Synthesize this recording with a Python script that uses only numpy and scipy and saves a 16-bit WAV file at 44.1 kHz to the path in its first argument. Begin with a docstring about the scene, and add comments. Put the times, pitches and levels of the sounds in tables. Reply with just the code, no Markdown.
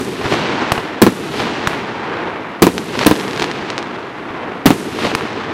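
"""Open land at night, with woods and slopes around: a firework cake fires shells close to a microphone.
Bursts ring damped low modes with a noise crack and a wall slap; the first starts before time zero.
Pops are shock pulses over a thump; crackling stars are tiny shocks; knocks are noise clumps on a low sine.
Filtered noise and click trains follow summed echoes of ground, tree line, woods and slopes, duller with travel.
The gain ducks on loud sound, then recovers; what is still too strong clips hard."""
import sys
import numpy as np
from scipy import signal
from scipy.fft import rfft, irfft
from scipy.io import wavfile

SR = 44100
rng = np.random.default_rng(int(sys.argv[2]) if len(sys.argv) > 2 else 0)


def put_to_file(sound):
    """Save the sound as 16-bit audio at rate SR, in the file named by the first command-line argument."""
    columns = np.atleast_2d(sound).T  # one column per channel
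    safe = np.clip(columns, -1, 1)
    whole_steps = np.round(safe * 32767)
    wavfile.write(sys.argv[1], SR, whole_steps.astype(np.int16))


N = 243873  # samples

# Shell bursts; wall level is relative to the burst: start_s, strength_db, crack_db, pitch_factor,
# wall_db, tree_line_db, woods_db, slopes_delay_s, slopes_db
SHELL_BURSTS = [(-.085, 8, -2, 1.4, 2, -1, 3, 2.5, -7.5), (1.0178, 13, 0.5, 1.1, -5.5, -2, 0, 1.12, 0),
                (2.6210, 17, -3.5, 1.05, -8, -1, -4.5, 1.24, -7.5),
                (3.0630, 10, 1, 1.033, -6.5, -8, -4.5, 1.327, -3.5),
                (4.6576, 14.5, -2, 0.92, -7, 0, -3.5, 1.02, 1)]
# Travel times of each burst's sharp echoes: wall_delay_s, tree_line_delay_s
ECHO_DELAYS = [(.048, .408), (.0480, .383), (.0471, .391), (.0492, .356), (.0477, .390)]
# Modes a blast sets ringing near the microphone, before each burst's pitch factor and strength:
# mode_hz, relative_db, t60_s
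BOOM_MODES = [(169.5, -22.5, 0.22), (223.6, -3.5, 0.037), (283, -1.5, 0.035), (330, 2, 0.031),
              (425.7, -5, 0.043), (567, -11.5, 0.022), (902.5, -2.5, 0.022)]
# Relative spectra of ground scatter and of the air's low roll, mid rush and high fizz: freq_hz, db_per_hz
SCATTER_SPECTRUM = [(30, -27), (80, 4.5), (170, 6.5), (300, 13.5), (450, 3), (650, -2), (1000, -1),
                    (2000, -7.5), (4000, -13), (8000, -25), (15000, -20.5)]
ROLL_SPECTRUM = [(20, -61), (50, -19.5), (100, -6.5), (160, -3), (260, 0.5), (350, 1), (450, -0.5),
                 (600, -18.5), (1200, -63), (4000, -71)]
RUSH_SPECTRUM = [(30, -31), (100, -35), (300, 0), (600, 1.5), (900, 3), (1300, 0), (1800, -2), (2600, -6),
                 (4000, -12.5), (6000, -23), (9000, -37.5), (15000, -104)]
FIZZ_SPECTRUM = [(500, -29), (3000, 7), (6000, 8.5), (9000, 6.5), (12000, 3.5), (15000, -14), (17000, -36)]
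# How each part of the land returns a burst: rise_db_per_s, hold_s, fall_db_per_s,
# (roll_db, rush_db, bright_edge_db, fizz_db)
GROUND = (900, 0.017, 18.4, (-20.5, -34.5, -37, -34.5))
TREE_LINE = (119, 0.013, 115, (-18.5, -24, -21.5, -28))
WOODS = (43, 0.2, 21.2, (-24, -24, -27, -44.5))
SLOPES = (30, 0.11, 33, (-23.5, -23, -31.5, -61))
# Air loss per second of travel: roll_db_per_s, rush_db_per_s, bright_edge_db_per_s, fizz_db_per_s
AIR_LOSS_DB_PER_S = (2.4, .3, 10.9, 37.2)
# The night's own noise: roll_db, rush_db, bright_edge_db, fizz_db
NIGHT_DB = (-34.5, -34.5, -50, -65)
# Hard surfaces near the tree line: after_tree_line_echo_s, level_db (relative to the tree line level)
TREE_KNOCKS = [(-.06, -14.5), (0, -7), (.018, -9), (0.068, -14.5)]
# More dull knocks, each with its own time and bass: start_s, level_db, bass_db
DULL_KNOCKS = [(.212, -17.5, -34), (.243, -13.5, -21), (.256, -10, -13.5), (0.7787, -14.5, -17),
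               (2.274, -28, -34), (4.3053, -31, -25)]
# Nearest crackling stars: start_s, peak_db
NEAR_STARS = [(.3388, -3), (2.7806, 2), (2.9910, 0), (2.9930, 0), (3.0362, -4), (3.0497, -1), (3.1985, -6),
              (3.3984, 0), (3.4215, 0), (3.4258, 2), (3.4428, -1), (3.5145, -5), (3.7028, -2), (3.7800, 0),
              (3.7891, -9), (3.8275, -10)]
# Pops: start_s, snap_db, snap_push_s, thump_db, spray_db
POPS = [(0.7193, 16, 0.00038, -0.5, -4), (1.6730, 10, 0.00019, -4.5, -8), (5.1506, 14, 0.00031, -8.5, -10)]

WOODS_BEHIND_S = 0.11  # after the tree line
RANDOM_STARS, RANDOM_STAR_DB, RANDOM_STAR_SPAN_S = 18, -8, (2.95, 3.47)
DUCK_ABOVE_DB, DUCK_ATTACK_S, RECOVER_DB_PER_S = -12.5, 0.16, 27.5
CLIP_LEVEL, BAND_LIMIT_HZ = 0.985, 15950


def gain_of(db):
    """Decibels to amplitude."""
    return 10 ** (np.asarray(db) / 20)


def decay(t, level_db, t60_s):
    """Exponential decay from level_db, 60 dB per t60_s."""
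    return gain_of(level_db - 60 * t / t60_s)


def evened(x):
    """Scales to rms 1."""
    return x / np.sqrt(np.mean(x ** 2) + 1e-20)


def noise(t):
    """White noise, one draw per time step."""
    return rng.standard_normal(len(t))


def read(points, hz):
    """Joins spectrum points by lines on a log-frequency axis."""
    f, value = np.transpose(points)
    return np.interp(np.log(hz + 1), np.log(f + 1), value)


def add(mix, start_s, sound):
    """Adds a sound into the mix; what falls outside is dropped."""
    start = round(start_s * SR)
    sound = sound[max(-start, 0):]
    part = mix[max(start, 0):][:len(sound)]
    part += sound[:len(part)]


def band(x, low_hz, high_hz, order=1):
    """Causal band-pass."""
    edges_hz = [low_hz, min(high_hz, SR / 2 - 1)]
    return signal.sosfilt(signal.butter(order, edges_hz, "band", fs=SR, output="sos"), x)


def coloured(x, spectrum):
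    """Gives x a spectrum, at rms 1."""
    shape_db = read(spectrum, np.fft.rfftfreq(len(x), 1 / SR))
    return evened(irfft(rfft(x) * gain_of(shape_db), len(x)))


def blast(t, push_s):
    """A shock front: a sudden push, then a longer, weaker suction."""
    return (1 - t / push_s) * np.exp(-t / push_s)


def bursts():
    """Each shock rings low modes; ground scatter follows and a wall returns it duller."""
    out, t = np.zeros(N), np.arange(SR // 3) / SR
    for burst, (wall_s, _) in zip(SHELL_BURSTS, ECHO_DELAYS):
        start_s, strength_db, crack_db, pitch, wall_db, *_ = burst
        boom = sum(decay(t, db, t60_s) * np.cos(2 * np.pi * hz * pitch * t) for hz, db, t60_s in BOOM_MODES)
        boom += decay(t, 8.5, t60_s=0.0018) * noise(t)  # the casing tears
        scatter = coloured(noise(t), SCATTER_SPECTRUM)
        scatter *= decay(t, -14.5, t60_s=0.059) + decay(t, -17.5, t60_s=0.17)
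        add(boom, 0.004, gain_of(crack_db) * scatter)
        wall_slap = gain_of(strength_db + wall_db) * band(boom, 66, 6000)
        add(out, start_s + wall_s, wall_slap)
        # one hard bounce off the ground close by, with a deep push under it
        crack = band(noise(t), 1400, 11000) * decay(t, crack_db, t60_s=0.0041)
        push = decay(t, -26.0, t60_s=0.044) * np.sin(2 * np.pi * 65 * t)
        push += gain_of(-13.5) * blast(t, push_s=0.0014)
        add(boom, 0.0042, crack + push)
        add(out, start_s, gain_of(strength_db) * boom)
    return out


def echo_power(age_s, delay_s, level_db, land):
    """One echo in four bands: rises until its delay, holds, falls; air loss grows with age."""
    rise_db_per_s, hold_s, fall_db_per_s, bands_db = land
    shape_db = -rise_db_per_s * np.maximum(delay_s - age_s, 0)
    shape_db -= fall_db_per_s * np.maximum(age_s - delay_s - hold_s, 0)
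    loss_db = np.outer(AIR_LOSS_DB_PER_S, np.maximum(age_s, 0))
    return (age_s > 0) * gain_of(level_db + shape_db + np.array(bands_db)[:, None] - loss_db) ** 2


def echo_levels():
    """Sums burst echoes and night noise as power: dB curves of roll, rush, bright edge, fizz."""
    t = np.arange(0, N, 64) / SR
    power = gain_of(NIGHT_DB)[:, None] ** 2
    for burst, (_, trees_s) in zip(SHELL_BURSTS, ECHO_DELAYS):
        start_s, *_, trees_db, woods_db, slopes_s, slopes_db = burst
        paths = [(0, 0, GROUND),
                 (trees_s, trees_db, TREE_LINE),
                 (trees_s + WOODS_BEHIND_S, woods_db, WOODS),
                 (slopes_s, slopes_db, SLOPES)]
        power = power + sum(echo_power(t - start_s, *path) for path in paths)
    return [np.interp(np.arange(N) / SR, t, 10 * np.log10(p)) for p in power]


def wander(top_hz):
    """Random drift of rms 1, from top_hz / 4 to top_hz."""
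    hz = np.fft.rfftfreq(N, 1 / SR)
    inside = (hz > top_hz / 4) * (hz < top_hz)
    return evened(irfft(rfft(rng.standard_normal(N)) * inside, N))


def grains(per_s, spread_db):
    """Random click train of rms 1, a few clicks much larger than the rest."""
    size = gain_of(spread_db * np.minimum(rng.exponential(1, N), 4))
    return evened(size * rng.standard_normal(N) * (rng.random(N) < per_s / SR))


def follow(x, level_db, low_hz, high_hz):
    """Scales x to unit level in the band low_hz..high_hz, then applies a level curve."""
    hz = np.fft.rfftfreq(N, 1 / SR)
    in_band = abs(hz - (low_hz + high_hz) / 2) < (high_hz - low_hz) / 2
    inside = irfft(rfft(x) * in_band, N)
    return x / inside.std() * gain_of(level_db)


def air():
    """Countless small echoes: lumpy low roll, grainy rush that dulls as it fades, thin fizz."""
    roll_db, rush_db, bright_db, fizz_db = echo_levels()
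    lumps, surges = wander(top_hz=18), wander(top_hz=30)
    roll = coloured(rng.standard_normal(N), ROLL_SPECTRUM)
    rush = coloured(grains(per_s=11000, spread_db=0.66), RUSH_SPECTRUM)
    dull = signal.sosfiltfilt(signal.butter(2, 2800, fs=SR, output="sos"), rush)
    fizz = coloured(grains(per_s=6400, spread_db=1.5), FIZZ_SPECTRUM)
    roll = follow(roll, roll_db, 150, 500)
    body = follow(dull, rush_db, 600, 2500)
    bright_edge = follow(rush - dull, bright_db, 3000, 5500)
    fizz = follow(fizz, fizz_db, 8000, 13000)
    lumpy_roll = gain_of(-1.3 + 1.24 * lumps) * roll
    surging_rush = gain_of(0.76 * surges) * (gain_of(-1.17) * body + gain_of(-2.5) * bright_edge)
    return lumpy_roll + surging_rush + gain_of(-0.9) * fizz


def knock(level_db, bass_db):
    """A dull knock: a short, ragged noise clump over a low bump, with little treble."""
    t = np.arange(SR // 10) / SR
    clump = band(evened(band(noise(t), 380, 870)), 70, 3750, order=2)
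    bump = np.sin(2 * np.pi * 125 * t)
    return decay(t, level_db, t60_s=0.046) * clump + decay(t, bass_db, t60_s=0.063) * bump


def knocks():
    """Hard surfaces by the tree line return every burst; a few more dull knocks have own time and bass."""
    out = np.zeros(N)
    for burst, (_, trees_s) in zip(SHELL_BURSTS, ECHO_DELAYS):
        start_s, *_, trees_db, _, _, _ = burst
        for after_s, relative_db in TREE_KNOCKS:
            level_db = trees_db + relative_db
            add(out, start_s + trees_s + after_s, knock(level_db, level_db - 14.5))
    for start_s, level_db, bass_db in DULL_KNOCKS:
        add(out, start_s, knock(level_db, bass_db))
    return out


def cracks():
    """Each crackling star is one tiny shock with a brief scatter behind it."""
    out, t = np.zeros(N), np.arange(SR // 30) / SR
    random_starts_s = rng.uniform(*RANDOM_STAR_SPAN_S, size=RANDOM_STARS)
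    random_stars = [(start_s, RANDOM_STAR_DB) for start_s in random_starts_s]
    for start_s, peak_db in list(NEAR_STARS) + random_stars:
        scatter = decay(t, -28, t60_s=0.054) * noise(t)
        shock = band(blast(t, push_s=0.00013) + scatter, 200, 5700, order=3)
        add(out, start_s, gain_of(peak_db) * shock / abs(shock).max())
    return out


def pops():
    """A short shock snap, a low thump, a noise spray and a faint noise tail, with a weaker, duller echo."""
    out, t = np.zeros(N), np.arange(SR // 4) / SR
    for start_s, snap_db, push_s, thump_db, spray_db in POPS:
        snap = gain_of(snap_db) * band(blast(t, push_s), 1080, 3100, order=2)
        thump = decay(t, thump_db, t60_s=0.024) * np.sin(2 * np.pi * 135 * t)
        spray = decay(t, spray_db, t60_s=0.022) * evened(band(noise(t), 520, 1700))
        pop = snap - band(thump, 60, 3000) + spray
        hiss_tail = decay(t, spray_db - 26.5, t60_s=0.47) * band(noise(t), 3500, 11200, order=2)
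        add(out, start_s, pop + hiss_tail)
        echo = gain_of(-10.5) * band(pop, 60, 2200)
        add(out, start_s + 0.059, echo)
    return out


def scene():
    """Everything at one microphone, whose output swings negative on a push."""
    return (air() - bursts() - pops() - cracks() - knocks())[None]


def record(dry):
    """Gain control ducks on loud sound and recovers; hard clipping, then a band limit."""
    keep = np.exp(-1 / (DUCK_ATTACK_S * SR))
    power = signal.lfilter([1 - keep], [1, -keep], np.minimum(dry[0] ** 2, 1))
    over_db = np.maximum(10 * np.log10(power + 1e-12) - DUCK_ABOVE_DB, 0)
    recovery_db = RECOVER_DB_PER_S * np.arange(N) / SR
    # the deepest duck so far holds, less the recovery since
    ducked = dry * gain_of(recovery_db - np.maximum.accumulate(over_db + recovery_db))
    clipped = np.clip(ducked, -CLIP_LEVEL, CLIP_LEVEL)
    low_pass = signal.firwin(255, BAND_LIMIT_HZ, window=("kaiser", 8), fs=SR)
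    return signal.oaconvolve(clipped, low_pass[None], "same")


dry = scene()
out = record(dry)
put_to_file(out)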